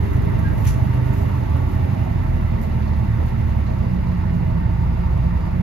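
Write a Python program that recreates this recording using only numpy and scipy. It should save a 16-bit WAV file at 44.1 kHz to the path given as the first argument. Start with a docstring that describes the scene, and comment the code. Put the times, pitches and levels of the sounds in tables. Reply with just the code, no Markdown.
"""Inside a city bus that is easing off, stereo microphone at a passenger seat. At first the four-cylinder
diesel drones under the boom of the body, with a belt-driven fan, whining gears and a gust of draught.
At 0.7 s air hisses briefly close by, among ticks of loose trim. From 1.4 s the engine sinks, its orders
swelling as they slide through the cabin's resonances; tyres and ventilation ease a little and a fitting
rattles. From 4 s it idles and knocks, the fan humming in a standing wave."""
import sys
import numpy as np
from scipy import signal
from scipy.fft import rfft, irfft
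from scipy.io import wavfile
from scipy.ndimage import uniform_filter1d

SR = 44100
rng = np.random.default_rng(int(sys.argv[2]) if len(sys.argv) > 2 else 0)


def transcribe(signal):
    """Save signal, clipped to [-1, 1], as a 16-bit WAV file at the path in sys.argv[1]."""
    frames = np.atleast_2d(signal).T
    limited = np.clip(frames, -1, 1)
    pcm = np.round(limited * 32767).astype(np.int16)
    wavfile.write(sys.argv[1], SR, pcm)


N = 247842
TIME = np.arange(N) / SR
FREQS = np.maximum(np.fft.rfftfreq(N, 1 / SR), 1)


# orders, the half ones from unequal cylinders: (multiple of firing rate, idle [dB], driving [dB])
ENGINE_ORDERS = [(1, -33.5, -35), (1.5, -49.5, -33), (2, -29, -27.5), (2.5, -48, -32), (3, -34.5, -43.5),
                 (4, -40, -44.5), (4.5, -37, -57), (5.5, -58, -46), (8, -52, -47)]
# an order booms as the load changes: (multiple of firing rate, start [s], end [s], lift [dB])
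LOAD_BOOMS = [(2.5, 0.65, 1.05, 7), (3, 1.8, 4.9, 3), (2, 3.07, 4.1, 0.5), (2, 4.65, 5.36, 6),
              (4, 4.9, 3.5, 3.5)]
# standing waves of the cabin, at the seat: (frequency [Hz], width [Hz], lift [dB])
STANDING_WAVES = [(40.9, 5.2, 12.5), (75, 12.2, 5), (92, 6.8, 3.5), (115, 10.2, 8.5), (178.7, 16.5, 11),
                  (217.5, 6.3, 2.5), (239, 8.5, 3.5)]

def engine(firing_hz, drive):
    """The diesel from the seat: its orders chug in step and boom in standing waves; higher ones waver."""
    out = 0
    for multiple, *levels_db in ENGINE_ORDERS:
        hz = multiple * firing_hz
        unsteady = min(multiple / 4, 1) ** 2
        load_db = sum(lift_db * swells([(start, end, 0)], rise_s=0.49, fall_s=0.54)
                      for order, start, end, lift_db in LOAD_BOOMS if order == multiple)
        level_db = by_speed(levels_db, drive) + lift(STANDING_WAVES, hz) + load_db
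        out += tone(hz, level_db, waver_db=1.5 * unsteady, slip_rad=0.17 * unsteady)
    return out


# knock through the engine cover, and the cover's own ring: (frequency [Hz], level [dB])
KNOCK_SPECTRUM = [(500, -21), (850, 4), (1150, -8.5), (1400, -4.5), (2000, -6.5), (3000, -31), (4000, -12),
                  (5200, -19), (7000, -18.5)]
COVER_SPECTRUM = [(560, -20.5), (650, -19), (740, -17), (840, -19.5), (885, 4.5), (925, 1), (1000, -5),
                  (1080, -11.5), (1200, -15)]
# resonances of the block: (frequency [Hz], width [Hz], lift [dB])
BLOCK_MODES = [(660, 40, 4.7), (830, 230, 4.9), (1010, 60, 2.9), (1940, 90, 3.9), (3840, 140, 4.9),
               (4500, 42, 12)]
# the cover rings up in clusters of knocks: (start [s], end [s], level [dB])
COVER_SURGES = [(.26, .3, -53), (1.09, 1.13, -45), (1.31, 1.35, -43), (3.17, 3.21, -43),
                (4.04, 4.09, -44.5), (4.21, 4.25, -43.5), (4.6, 4.68, -42), (4.83, 4.89, -42),
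                (4.95, 4.98, -47), (5.03, 5.1, -38), (5.3, 5.33, -43), (5.38, 5.48, -44.5)]

def knock(firing_hz, drive):
    """Each firing rattles the block with its own strength and rings the cover, most clearly at idle."""
    firings = np.cumsum(firing_hz) / SR
    strength_db = 2.3 * np.tanh(rng.standard_normal(int(firings[-1]) + 1))
    age_s = firings % 1 / firing_hz
    onset = from_db(strength_db[firings.astype(int)]) * (1 - np.exp(-age_s / 0.0027))
    block_pulses = rms_one(onset * np.exp(-age_s / 0.046))
    cover_pulses = rms_one(onset * np.exp(-age_s / 0.015))
    clatter = block_pulses * from_db(-51.5 - 0.8 * drive) * cabin_noise(KNOCK_SPECTRUM, BLOCK_MODES)
    surge = from_db(-49.5 - 2.7 * drive + 2.7 * np.tanh(drift(8.6)))
    surge += swells(COVER_SURGES, rise_s=0.14, fall_s=0.11)
    ringing = cover_pulses * steadied(cabin_noise(COVER_SPECTRUM), amount=0.97, span_s=0.041)
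    return clatter + surge * ringing


# body, panels, and tyres with ventilation, all around the microphone: (frequency [Hz], level [dB])
BODY_SPECTRUM = [(22, -27), (40, -11), (55, -6.5), (78, -0.5), (98, -7), (120, 1.5), (134, -3.5),
                 (148, -10.5), (165, -7.5), (190, -12.5), (228, -11), (255, -26.5), (320, -44.5)]
PANEL_SPECTRUM = [(150, -34), (230, -8.5), (283, 2.5), (310, 0.5), (340, 1), (400, -3.5), (460, -20),
                  (700, -27.5)]
ROAR_SPECTRUM = [(250, -7.5), (430, -0.5), (560, 1.5), (740, -1), (900, -4), (1150, -2), (1280, -10.5),
                 (1560, -10.5), (2000, -8), (2400, -14.5), (2900, -20.5), (3150, -26.5), (5300, -28.5),
                 (5700, -51.5)]
# resonances of cabin and air ducts: (frequency [Hz], width [Hz], lift [dB])
DUCT_MODES = [(517, 5, 5.5), (646, 32, 6.5), (839, 24, 5), (909.6, 36, 8.5), (1328, 24, 9), (1439, 14, 7.5),
              (1842, 19, 9), (2038, 17, 6), (2430, 16, 1.5), (2700, 64, 6.5), (2858, 25, 9.5),
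              (3595, 610, 5.5), (5230, 150, 3)]
BODY_DB, PANEL_DB, ROAR_DB = (-22, -21), (-40, -38.5), (-36, -33.5)   # each (idle, driving)

def ride(firing_hz, drive):
    """The road shakes body and panels; tyres and ventilation roar in the cabin's resonances."""
    throb = 1 + 0.13 * drive * np.cos(np.pi * np.cumsum(firing_hz) / SR)   # on every second firing
    boom = throb * steadied(cabin_noise(BODY_SPECTRUM), amount=0.68, span_s=0.09)
    panels = cabin_noise(PANEL_SPECTRUM)
    roar = flutter(cabin_noise(ROAR_SPECTRUM, DUCT_MODES), depth_db=3.0, rate_hz=14.0, taper=0.16)
    return (from_db(by_speed(BODY_DB, drive)) * boom
            + from_db(by_speed(PANEL_DB, drive)) * panels
            + from_db(by_speed(ROAR_DB, drive)) * roar)


# a thin whistle early on, a faint high singing as the engine settles: (start [s], end [s], level [dB])
WHISTLE_SWELLS = [(.47, .7, -51.5)]
SINGING_SWELLS = [(3.7, 4.15, -72), (4.6, 5.5, -73.5)]
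WHISTLE_HZ, SINGING_HZ = 1620, 4760
BLADES_PER_FIRING, FAN_DB = 5.83, (-37.5, -42.5)   # level at (idle, driving)

def fan(firing_hz, drive):
    """The blade hum slides into a standing wave at idle; two faint high tones come and go."""
    hz = BLADES_PER_FIRING * firing_hz
    hum = tone(hz, by_speed(FAN_DB, drive) + lift(STANDING_WAVES, hz), waver_db=1.87, slip_rad=0.033)
    whistle = tone(np.full(N, WHISTLE_HZ), 0, waver_db=7.0, slip_rad=0.97)
    whistle *= swells(WHISTLE_SWELLS, rise_s=0.58, fall_s=0.57)
    singing = tone(np.full(N, SINGING_HZ), 0, waver_db=3.5, slip_rad=5.3)
    singing *= swells(SINGING_SWELLS, rise_s=0.8, fall_s=1.2)
    return hum + whistle + singing


# gear tones reaching the seat: (multiple of firing rate, start [s], end [s], level [dB])
GEAR_WHINES = [(7.93, 0.046, 0.36, -38), (17.17, 0.39, 0.69, -44), (8, 1.07, 1.29, -41.5),
               (23.1, 1.4, 1.9, -54), (8, 1.58, 1.7, -44.5), (17.87, 1.4, 2.04, -43.5),
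               (18.2, 3.4, 5.25, -51.5)]

def gears(firing_hz):
    """Whines locked to the engine come forward in turn, roughened by the play of the teeth."""
    return sum(swells([swell], rise_s=0.5, fall_s=0.35)
               * tone(multiple * firing_hz, 2.2 * drift(28), waver_db=0, slip_rad=0.33)
               for multiple, *swell in GEAR_WHINES)


# a low hum in the cabin and its octave: (frequency [Hz], start [s], end [s], level [dB])
LOW_HUMS = [(80.5, 1.38, 1.8, -24), (80.5, 4.38, 5.25, -31), (161.5, 4.48, 4.7, -31),
            (161.5, 5.15, 5.42, -33)]

def hums():
    """Low tones of steady pitch come and go, beating against the engine's orders."""
    return sum(swells([swell], rise_s=1.9, fall_s=0.89)
               * tone(np.full(N, hz), 0, waver_db=-0.9, slip_rad=0.12) for hz, *swell in LOW_HUMS)


# ticks of trim and rattles of a fitting, close by: (time [s], level [dB], 60 dB decay [s])
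TRIM_TICKS = [(.131, -54, 0.14), (.218, -54, .05), (.39, -48, 0.061), (.529, -58, .12), (.646, -48.5, 0.06),
              (.653, -48, .03), (1.564, -52, 0.054), (1.714, -58, .08), (2.615, -46.5, 0.034),
              (2.625, -48.5, 0.2), (3.255, -54, 0.27), (3.388, -55, 0.044)]
FITTING_RATTLES = [(2.64, -56, 0.097), (2.718, -53, .1), (2.818, -53, 0.11), (2.876, -49, 0.13),
                   (2.932, -54, 0.1), (3.28, -54.5, 0.1), (3.666, -51, 0.24), (4.07, -56, 0.2),
                   (4.115, -56.5, .1), (4.14, -56.5, .12), (4.265, -64, 0.091)]
# brief sizzles of the trim: (start [s], end [s], level [dB])
TRIM_SIZZLES = [(.598, .635, -53.5), (1.14, 1.22, -54.5), (1.718, 1.735, -62)]
# colours of trim and fitting: (frequency [Hz], level [dB])
TRIM_SPECTRUM = [(2500, -26), (6000, -6.5), (9000, -10), (12000, -1.5), (15500, -17)]
FITTING_SPECTRUM = [(1200, -13), (2800, -8.5), (4300, 7), (5500, -7), (6600, -2), (8000, -35)]

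def loose_parts():
    """Loose trim and a fitting near the microphone tick, sizzle and rattle in grainy bursts."""
    trim_envelope = decays(TRIM_TICKS) + swells(TRIM_SIZZLES, rise_s=0.25, fall_s=0.26)
    trim = trim_envelope * from_db(1.9 * drift(250)) * cabin_noise(TRIM_SPECTRUM)
    fitting = decays(FITTING_RATTLES) * from_db(2.0 * drift(150)) * cabin_noise(FITTING_SPECTRUM)
    return trim + fitting


# a spit and the short hiss that it opens: (start [s], end [s], level [dB])
SPIT_BURST = [(.656, .68, -40)]
PUFF_BURST = [(.672, .688, -38.5)]
# their colours: (frequency [Hz], level [dB])
SPIT_SPECTRUM = [(1500, -1), (2800, -0.5), (4800, -17), (6500, -20), (9000, -15), (12000, -13),
                 (15000, -21)]
PUFF_SPECTRUM = [(1500, 1.5), (3000, -7), (5300, -4.5), (6100, 4), (6800, -3.5), (7600, -4.5), (8800, -12),
                 (10000, 2.5), (11200, -4), (13000, -11), (15500, -30)]

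def escaping_air():
    """Air spits out close to the microphone, then hisses and fades in the cabin."""
    spit = swells(SPIT_BURST, rise_s=0.065, fall_s=0.088)
    spit = spit * from_db(2.0 * drift(304)) * cabin_noise(SPIT_SPECTRUM)
    puff = swells(PUFF_BURST, rise_s=0.045, fall_s=0.27)
    puff_quieter_copy = from_db(-11) * swells(PUFF_BURST, rise_s=0.045, fall_s=0.26)
    return spit + (puff + puff_quieter_copy) * from_db(1.8 * drift(200)) * cabin_noise(PUFF_SPECTRUM)


# background hiss and draught at the seat: (frequency [Hz], level [dB])
HISS_SPECTRUM = [(3000, 5), (5600, -11), (5900, 0), (6600, -2), (7500, -11), (8300, -9.5), (10500, 0.5),
                 (12200, -1.5), (13500, -8.5), (15500, -16)]
DRAUGHT_SPECTRUM = [(20, -17), (36, -8), (50, 0), (110, -1), (200, -13), (400, -30)]
# one gust: (start [s], end [s], level [dB])
GUST = [(.3, .7, -21)]
HISS_DB, DRAUGHT_DB = (-60, -54.5), (-53, -51)   # each (idle, driving)

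def cabin_air(drive):
    """A fine high hiss, and the low, diffuse buffeting of a draught that swells once."""
    hiss = from_db(by_speed(HISS_DB, drive) + drift(25)) * cabin_noise(HISS_SPECTRUM)
    draught = from_db(by_speed(DRAUGHT_DB, drive)) + swells(GUST, rise_s=3.3, fall_s=1.2)
    return hiss + draught * cabin_noise(DRAUGHT_SPECTRUM, focus=0)


# balance at the microphone: (frequency [Hz], left minus right [dB])
STEREO_TILT = [(30, 7), (70, -4), (150, -3.5), (280, -8), (500, -3), (650, -5), (900, -1.5), (1500, -3),
               (2500, -5), (3600, 2), (14000, -1)]
# phase between its channels: (frequency [Hz], left lead [rad])
STEREO_LEAD = [(30, -.3), (100, -.53), (200, -.8), (350, -1.1), (440, -2.7), (600, -3), (720, -3.6),
               (850, -4.7), (950, -5), (1050, -4.5), (1350, -6.1), (1650, -7.9), (2100, -7.1), (4500, -6.2),
               (6000, -8.2), (7000, -7), (7700, -9), (9200, -9.4), (11300, -11.1), (13000, -12.5)]

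def stereo_gains(hz):
    """Complex left and right gains of the cabin's sound field at the microphone."""
    left = from_db(at_hz(STEREO_TILT, hz) / 2) * np.exp(.5j * at_hz(STEREO_LEAD, hz))
    return np.array([left, 1 / left])


# how alike the two channels are: (frequency [Hz], coherence [0-1])
STEREO_COHERENCE = [(40, .95), (130, .97), (280, .92), (390, .4), (540, .68), (650, .58), (800, .7),
                    (930, .62), (1100, .2), (1350, .35), (1900, .45), (3200, .22), (5400, .2), (6100, .65),
                    (7200, .3), (8500, .92), (11000, .87), (14000, .92)]

def cabin_noise(spectrum, resonances=(), focus=1):
    """Unit-power stereo noise, falling 24 dB an octave outside its spectrum; focus 0 is fully diffuse."""
    octaves_above = np.maximum(np.log2(FREQS / spectrum[-1][0]), 0)
    octaves_below = np.maximum(np.log2(spectrum[0][0] / FREQS), 0)
    level_db = at_hz(spectrum, FREQS) - 24 * (octaves_above + octaves_below) + lift(resonances, FREQS)
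    alike = np.clip(focus * at_hz(STEREO_COHERENCE, FREQS), 0, 1)
    white = rfft(rng.standard_normal((3, N)))
    field = np.sqrt(alike) * white[0] + np.sqrt(1 - alike) * white[1:]
    return rms_one(irfft(field * stereo_gains(FREQS) * from_db(level_db), N))


def tone(hz, level_db, waver_db, slip_rad):
    """A sine at the microphone that follows hz and wavers in level and phase."""
    phase = 2 * np.pi * np.cumsum(hz) / SR + slip_rad * drift(2.5)
    amplitude = np.sqrt(2) * from_db(level_db + waver_db * drift(7.1))
    return amplitude * np.imag(stereo_gains(hz) * np.exp(1j * phase))


def flutter(x, depth_db, rate_hz, taper):
    """Seven third-octave steps from 500 to 2500 Hz give eight bands that flicker, the higher ones less."""
    place = np.clip(3 * np.log2(FREQS / 500), 0, 7)
    spectrum = rfft(x)
    out = 0
    for k in range(8):
        band = irfft(spectrum * np.maximum(1 - abs(place - k), 0), N)
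        out += band * from_db(depth_db * (1.5 - taper * k) * np.tanh(drift(rate_hz)))
    return rms_one(out)


def steadied(x, amount, span_s):
    """Even out the slow swells of a noise."""
    power = uniform_filter1d(np.mean(x ** 2, axis=0), int(span_s * SR))
    return rms_one(x / (power + 1e-9) ** (amount / 2))


def swells(events, rise_s, fall_s):
    """Envelope of sounds that rise, hold and fall; rise and fall are the times for 60 dB."""
    return sum(from_db(level_db - 60 * np.maximum((start - TIME) / rise_s, (TIME - end) / fall_s).clip(0, 2))
               for start, end, level_db in events)


def decays(events):
    """Envelope of sudden bursts that die away."""
    return sum((TIME > start) * from_db(level_db - 60 * np.clip((TIME - start) / t60, 0, 2))
               for start, level_db, t60 in events)


def lift(resonances, hz):
    """Decibels that resonances add at these frequencies."""
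    return sum(db / (1 + (2 * (hz - centre) / width) ** 2) for centre, width, db in resonances)


def by_speed(levels_db, drive):
    """Level in dB between idle (drive 0) and driving (drive 1)."""
    idle_db, drive_db = levels_db
    return idle_db + drive * (drive_db - idle_db)


def drift(rate_hz):
    """Random wander of spread 1, mostly slower than rate_hz."""
    return rms_one(irfft(rfft(rng.standard_normal(N)) / (1 + (FREQS / rate_hz) ** 2), N))


def at_hz(points, hz):
    """Read a table on a log-frequency axis."""
    f, value = np.transpose(points)
    return np.interp(np.log(hz), np.log(f), value)


def from_db(db):
    """Decibels to gain."""
    return 10 ** (np.asarray(db) / 20)


def rms_one(x):
    """Scale to unit power."""
    return x / np.sqrt(np.mean(x ** 2) + 1e-20)


# speed of the diesel as the bus eases off: (time [s], firing rate [Hz])
ENGINE_SPEED = [(0.0, 51.16), (0.65, 50.47), (1.35, 49.63), (1.9, 46.0), (2.2, 42.85), (2.55, 38.06),
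                (2.9, 37.03), (3.3, 37.76), (3.5, 37.0), (3.75, 32.4), (4.0, 30.63), (4.45, 30.12),
                (4.95, 29.51), (5.62, 30.3)]
IDLE_HZ, DRIVE_HZ = 30, 51

def scene():
    """The cabin from a passenger seat, led by the speed of the diesel."""
    firing_hz = np.interp(TIME, *np.transpose(ENGINE_SPEED))
    drive = (firing_hz - IDLE_HZ) / (DRIVE_HZ - IDLE_HZ)
    diesel = engine(firing_hz, drive) + knock(firing_hz, drive)
    machinery = diesel + gears(firing_hz) + fan(firing_hz, drive)
    return machinery + hums() + ride(firing_hz, drive) + cabin_air(drive) + loose_parts() + escaping_air()


def record(dry):
    """The microphone signal fades in and out over 4 ms and is cut steeply above 15.7 kHz."""
    fades = np.clip(np.minimum(TIME, TIME[-1] - TIME) / .004, 0, 1)
    lowpass = signal.ellip(10, .1, 90, 15700, fs=SR, output="sos")
    return signal.sosfilt(lowpass, fades * dry)


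dry = scene()
out = record(dry)
transcribe(out)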